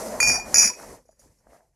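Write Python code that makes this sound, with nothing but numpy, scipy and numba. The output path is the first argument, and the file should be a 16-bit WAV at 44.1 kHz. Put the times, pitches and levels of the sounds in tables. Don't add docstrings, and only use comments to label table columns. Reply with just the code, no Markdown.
import sys
import numpy as np
from scipy import signal
from scipy.fft import rfft, irfft
from scipy.io import wavfile
from scipy.ndimage import uniform_filter1d
from numba import njit

SR = 44100
rng = np.random.default_rng(int(sys.argv[2]) if len(sys.argv) > 2 else 0)


def undo_db(level):
    steps = np.asarray(level, float) / 20
    return 10 ** steps


def file_out(sig):
    cols = np.atleast_2d(sig).T
    lim = np.clip(cols, -1, 1)
    pcm = np.round(lim * 32767).astype(np.int16)
    wavfile.write(sys.argv[1], SR, pcm)


N = 77175


def curve(table, column):
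    points = np.array(table, float)
    return np.interp(np.arange(N) / SR, points[:, 0], points[:, column])


def colour(x, points, peaks=()):
    hz = np.arange(N // 2 + 1) * SR / N + 1
    points = np.array(points, float)
    gain = undo_db(np.interp(np.log(hz), np.log(points[:, 0] + 1), points[:, 1]))
    for centre_hz, width_hz, db in peaks:
        gain = gain * (1 + (undo_db(db) - 1) / (1 + (2 * (hz - centre_hz) / width_hz) ** 2))
    return irfft(rfft(x) * gain, N)


def unit(x):
    return x / np.sqrt(np.mean(x ** 2))


def walk(rate_hz):
    hold = int(SR / rate_hz)
    steps = np.repeat(rng.standard_normal(N // hold + 1), hold)
    return 1.68 * uniform_filter1d(uniform_filter1d(steps, hold), hold)[:N]


def grit(spread_db):
    return rng.standard_normal(N) * undo_db(-spread_db * np.log(rng.random(N)))


def tone(hz):
    return np.exp(2j * np.pi * np.cumsum(hz + np.zeros(N)) / SR)


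@njit
def ring(x, fall, rise):
    y, swing, heard = np.empty_like(x), 0j, 0j
    for i in range(len(x)):
        swing = swing * (1 - fall[i]) + x[i] + 1e-18
        heard = heard * (1 - rise) + rise * swing
        y[i] = heard
    return y


def hum(hz, width_hz):
    push = grit(1.9) + 1j * grit(2.3)
    fall = np.full(N, np.pi * width_hz / SR)
    return unit(np.imag(tone(hz) * ring(push, fall, 2 * np.pi * width_hz / SR)))


# t/s, wood rumble level/dB, hiss level/dB, leg thrum level/dB, table boom level/dB, scrape f/Hz
SLIDING_EFFORT = [(0, -37, -48.5, -54, -44, 600), (.17, -37, -57, -49.5, -43.5, 613.1),
                  (.3, -30, -47.5, -39.5, -44.5, 718.4), (.44, -42.5, -65.5, -53, -57, 700),
                  (.49, -38, -55.5, -49, -50.5, 620), (.66, -36, -46.5, -50, -40, 560),
                  (.75, -49, -64.5, -63, -71, 502.1), (.8, -43, -61, -60, -59.5, 600),
                  (.935, -44.5, -61, -55, -61.5, 540), (1.04, -72.5, -85.5, -67, -78, 520),
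                  (1.18, -75.5, -87.5, -70.5, -79.5, 521.7), (1.2, -69, -71.5, -65.5, -73.5, 535.6),
                  (1.28, -65.5, -78, -58.5, -71.5, 479), (1.38, -74.5, -84, -71, -82, 517.3),
                  (1.46, -69, -88, -74, -76, 601.6), (1.545, -55.5, -72.5, -67.5, -68, 627.2),
                  (1.6, -64.5, -83, -72, -83, 683), (1.72, -80, -93, -78.5, -88, 652.7)]
# t/s, scrape over rumble level/dB
BITE = [
    (0, 6.5),
    (.17, -0.5),
    (.22, -8.5),
    (.36, -2.5),
    (.45, -5.5),
    (.5, 6),
    (.55, -8.5),
    (.8, -3.5),
    (1.1, -2),
    (1.5, 0.5),
]
# f/Hz, level/dB
WOOD_COLOUR = [(60, -22), (140, -22), (300, -9.5), (450, -11), (900, -11), (1400, -18), (2300, -24.5),
               (3500, -37)]
# f/Hz, width/Hz, level/dB
TABLE_RESONANCE = [(1840, 300, 3)]
# f/Hz, level/dB
HISS_COLOUR = [(1180, -30.5), (2000, -7.5), (3610, -14), (4380, -5.5), (6090, 0), (8190, -3), (11600, -4),
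               (14700, -20), (16000, -35)]


def slide():
    rumble = 0
    for hz in 78 * 2. ** np.arange(6):
        octave = [(hz / 4, -40), (hz / 1.3, 0), (hz * 1.6, 0), (hz * 4, -40)]
        grains = colour(grit(2.3), WOOD_COLOUR, TABLE_RESONANCE)
        rumble = rumble + colour(grains, octave) * undo_db(2.8 * walk(60))
    scrape = hum(curve(SLIDING_EFFORT, 5), width_hz=180)
    wood = unit(rumble) + undo_db(curve(BITE, 1) + 1.6 * walk(25)) * scrape
    boom = hum(219, width_hz=40) * undo_db(curve(SLIDING_EFFORT, 4))
    hiss = colour(grit(0.92), HISS_COLOUR) * undo_db(0.68 * walk(45))
    wood = unit(wood) * undo_db(curve(SLIDING_EFFORT, 1))
    return wood + boom + unit(hiss) * undo_db(curve(SLIDING_EFFORT, 2) + 9.5)


# f/Hz, level/dB
LEG_COLOUR = [(15, -32.5), (25, -7.5), (43, 3.5), (151, -7.5), (170, -6), (220, -36), (370, -120)]


def leg_thrum():
    flutter_db = 3 * walk(12)
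    return unit(colour(rng.standard_normal(N), LEG_COLOUR)) * undo_db(curve(SLIDING_EFFORT, 3) + flutter_db)


# lower f/Hz, upper f/Hz
SHOULDER_HZ = (5300, 6200)
# f/Hz, share of the rise
PRESSED = [(5750, 1), (5789, 1), (6840, .3), (6846, .3)]


def strike(modes, at, size, tilt_db, shoulder_db, swing, damp, rise_s, press=0):
    out = 0
    spot = rng.standard_normal((len(at), len(modes), 2))
    for k, (hz, db, t60) in enumerate(modes):
        family_db = shoulder_db * (SHOULDER_HZ[0] < hz < SHOULDER_HZ[1])
        spot_db = 2 * spot[:, k, 0]
        gain = size * undo_db(db + spot_db + tilt_db * np.log2(hz / 6000) + family_db)
        blows = np.zeros(N, complex)
        np.add.at(blows, at, gain * np.exp(1j * swing * hz / 6000 * spot[:, k, 1]))
        pitch = tone(hz * (1 + dict(PRESSED).get(hz, 0) * press / 100))
        fall = np.log(1000) * damp / (max(t60, .002) * SR)
        out = out + np.imag(pitch * ring(blows, fall, min(2 / (rise_s * SR), 1.)))
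    return out


# t/s, peak level/dB, f/Hz, click level/dB, t60/s
KNOCKS = [(0.2, -25, 757, -10.5, 0.0084), (0.5415, -18.5, 680, -8.5, 0.012), (.637, -41, 480, -12, .02),
          (.7, -34, 990, -30, 0.079), (.997, -50.5, 531, -21, 0.045), (1.054, -58, 474, -19, 0.034),
          (1.091, -43, 643, -29, 0.03), (1.121, -71, 700, 2, .02), (1.128, -57, 552, -11, 0.024),
          (1.194, -55, 571, -21, .03), (1.219, -64, 330, 4, 0.022), (1.24, -68, 500, 1, 0.023),
          (1.259, -47.5, 256, -28, 0.028), (1.469, -40, 679, -15.5, 0.0086),
          (1.505, -56.5, 600, -10, 0.016), (1.532, -42, 690, -13.5, 0.019), (1.551, -49, 600, -9, 0.025),
          (1.564, -49.5, 650, -8.5, .012), (1.606, -50.5, 719, -10, 0.018)]


def knocks():
    out = 0
    click_t60 = .012
    for s, db, hz, click_db, t60 in KNOCKS:
        body = [(hz, 0, t60), (hz * 1.7, -10, .008), (hz / 2, -11, .012)]
        click = [(1650, click_db, click_t60), (1250, click_db - 1.5, click_t60)]
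        out = out + strike(body + click, np.array([int(s * SR)]), undo_db([db]), 0, 0, 0, np.ones(N), 0.0011)
    return out


def wall_modes(pitches, walls, shift_db=0):
    return [(hz, db + shift_db, t60) for hz, (db, t60) in zip(pitches, walls)]


MIDDLE_HZ = [4748, 5654, 6620, 6756, 9642, 11070, 13200]
# level/dB, t60/s
MIDDLE_WALL = [(-15, 0.42), (-13.5, 0.6), (-13.5, .11), (-9.5, 0.23), (-10.5, 0.18), (-21.5, 0.35),
               (-25.5, 0.14)]
# f/Hz, level/dB, t60/s
CRACK = [(700, -16.5, 0.011), (1453, -3.5, 0.0061), (1901, -1.5, 0.0082), (4630, -12, 0.0077),
         (5630, 0.5, .012), (6730, -3, 0.017), (8090, -17, 0.018), (9590, -12.5, 0.022),
         (10650, -11, 0.0098), (12580, -19.5, .02)]


def pair(own, taps, rub, middle_db):
    taps = np.array(taps)
    damp = np.clip(curve(rub, 2), .3, 8)
    luck = rng.random((N // 100, 2))
    tick_s = rub[0][0] + np.cumsum(-np.log(luck[:, 0])) / 900
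    ticks = (tick_s * SR).astype(int).clip(0, N - 1)
    tick = undo_db(curve(rub, 1)[ticks] - 1.3 * np.log(luck[:, 1])) * (ticks < rub[-1][0] * SR)

    at = np.r_[(taps[:, 0] * SR).astype(int), ticks]
    bounce = undo_db(taps[:, 1])
    tilt_db = np.r_[taps[:, 2], -1 + 0 * tick]
    shoulder_db = np.r_[taps[:, 3], 0 * tick]
    swing = np.r_[1 + 0 * bounce, 20 + 0 * tick]

    modes = own + wall_modes(MIDDLE_HZ, MIDDLE_WALL, middle_db)
    glass = strike(modes, at, np.r_[bounce, tick], tilt_db, shoulder_db, swing, damp,
                   rise_s=0.0025, press=curve(rub, 3))
    crowd = [(hz * (1 + 0.038 * u), db - 4.0, t60) for hz, db, t60 in CRACK for u in (-1.3, 0, 1)]
    crack = strike(crowd, at, np.r_[bounce, tick * undo_db(-2)], np.maximum(tilt_db, 0), shoulder_db,
                   swing + 20, np.ones(N), rise_s=0.00092)
    return undo_db(-15.5) * (glass + crack)


LEFT_HZ = [2429, 4570, 5513, 5750, 6595, 6840, 8129, 8258, 9092, 9528, 9900, 10418, 12748]
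# level/dB, t60/s
LEFT_WALL = [(-8, 0.46), (-16, 0.15), (-8.5, .18), (-10.5, 0.32), (-4.5, 0.13), (-15, 0.44), (-28, 0.046),
             (-19.5, 0.061), (-27, .2), (-19.5, 0.24), (-19.5, 0.43), (-20, 0.22), (-27, 0.39)]
# t/s, level/dB, tilt/(dB per octave), shoulder modes level/dB
LEFT_TAPS = [(0.2022, 1.5, -2, -16), (0.2277, -1.5, -7, 0.5), (0.247, -10, -4.5, -1),
             (0.2724, -2.5, 1, -1.5), (.2825, -5.5, 1.5, 2), (0.29, -9, -2.5, 0.5), (.299, -8, -1, 1.5),
             (0.311, -11.5, -3.5, -1), (0.316, -11.5, 3, 1), (.33, -18, -0.5, 0.5), (0.34, -17.5, 3.5, 0.5),
             (0.356, -16.5, 0, 1.5), (0.37, -22, 2, -0.5), (0.397, -18, -7.5, -9.5), (1.063, -57, 4, -14),
             (1.386, -54, 6.5, 5)]
# t/s, chatter level/dB, extra damping factor, rise of pressed modes/%
LEFT_RUB = [
    (.202, -43, 1.8, -.1),
    (.21, -25.5, 1.17, -0.12),
    (.3, -23, 2.2, -0.12),
    (0.349, -24, 1.424, 0.41),
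    (.391, -31.5, 6, 0.9),
    (.4, -43.5, 1.7, .7),
    (.48, -59.5, 2.4, .7),
]


def left_meets_middle():
    return pair(wall_modes(LEFT_HZ, LEFT_WALL), LEFT_TAPS, LEFT_RUB, middle_db=-1)


def bubble():
    start_s, length_s, low_hz, high_hz = .374, .03, 690, 1000
    u = np.clip((np.arange(N) / SR - start_s) / length_s, 0, 1)
    hz = low_hz + (high_hz - low_hz) * u ** 2
    swell = np.sqrt(np.abs(np.sin(np.pi * u)))
    return undo_db(-32) * swell * np.sin(2 * np.pi * np.cumsum(hz) / SR)


RIGHT_HZ = [2385, 2520, 4877, 5120, 5480, 5789, 6138, 6745, 6846, 7020, 8100, 10516, 10971, 12812]
# level/dB, t60/s
RIGHT_WALL = [(-1.5, 0.046), (-17.5, 0.46), (-6.5, 0.16), (-24.5, 0.24), (-15.5, .1), (-0.5, 0.091),
              (-18, .15), (-3, 0.19), (-3, 0.12), (-17.5, 0.093), (-24, 0.14), (-14, 0.25), (-15.5, 0.17),
              (-24.5, 0.24)]
# t/s, level/dB, tilt/(dB per octave), shoulder modes level/dB
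RIGHT_TAPS = [(.5434, 3, 3.5, -1), (.558, -2, -2.5, -0.5), (.5685, 0, 4.5, 1), (.582, 0.5, 5, 5),
              (.589, -2, 9.5, 0), (.596, -2, 0.5, 0.5), (.603, -11.5, 1, 0), (.6115, -4.5, 4, 0.5),
              (.618, -5.5, 2.5, -1.5), (.626, -2.5, 4, 1), (.633, -10, -3, 0.5), (.64, -6, 6, 2),
              (.648, -7.5, 2, 1.5), (.655, -9.5, 6, -0.5), (.662, -10, 7, -3.5), (.674, -10, 4.5, 5),
              (.685, -16.5, -1, 7.5), (.699, -19, -10, -5), (.735, -31.5, -10.5, -5), (1.055, -59, 8, 2),
              (1.083, -54.5, 8, 0), (1.11, -54, 11, -1), (1.122, -56.5, 12.5, -4), (1.145, -67, 8, 0),
              (1.1933, -43, 9, 1), (1.219, -67, 7, -4), (1.238, -62, 4, -4)]
# t/s, chatter level/dB, extra damping factor, rise of pressed modes/%
RIGHT_RUB = [
    (0.544, -26.5, 4.4, -1.4),
    (0.551, -19, 2.7, -1.3),
    (0.591, -17.5, 2.55, -0.11),
    (.64, -15, 3.05, 0.25),
    (.68, -21, 3.3, 1.05),
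    (.7, -25.5, 7.1, 1.63),
    (0.732, -40.5, 2.4, 1.8),
    (0.819, -76, 1.3, 1.3),
]


def right_meets_middle():
    return pair(wall_modes(RIGHT_HZ, RIGHT_WALL), RIGHT_TAPS, RIGHT_RUB, middle_db=-3.5)


# f/Hz, side minus mid level/dB
PORTS = [(60, -47.5), (110, -53.5), (200, -62), (380, -52.5), (700, -51), (1290, -46.5), (2380, -22),
         (4400, -15.5), (8120, -9.5), (15000, -4)]


def two_ports(mid):
    scatter = rng.standard_normal((4, 800)) * np.exp(-np.arange(800) / (.004 * SR))
    side = 0
    for echo in scatter:
        side = side + walk(65) * signal.fftconvolve(mid, echo / np.linalg.norm(echo))[:N]
    side = colour(side * undo_db(-9.0), PORTS)
    return np.array([mid + side, mid - side])


# f/Hz, level/dB
MIC = [(120, 5), (2650, 0.5), (3300, 5), (4000, -0.5), (4400, 4.5), (13500, 0), (16000, -8.5)]


def scene():
    glass = colour(left_meets_middle() + right_meets_middle(), MIC)
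    return two_ports(slide() + leg_thrum() + knocks() + glass + bubble())


def band_limit(x):
    return signal.sosfilt(signal.butter(12, 16460, fs=SR, output="sos"), x)


def record(dry):
    return band_limit(dry)


dry = scene()
out = record(dry)
file_out(out)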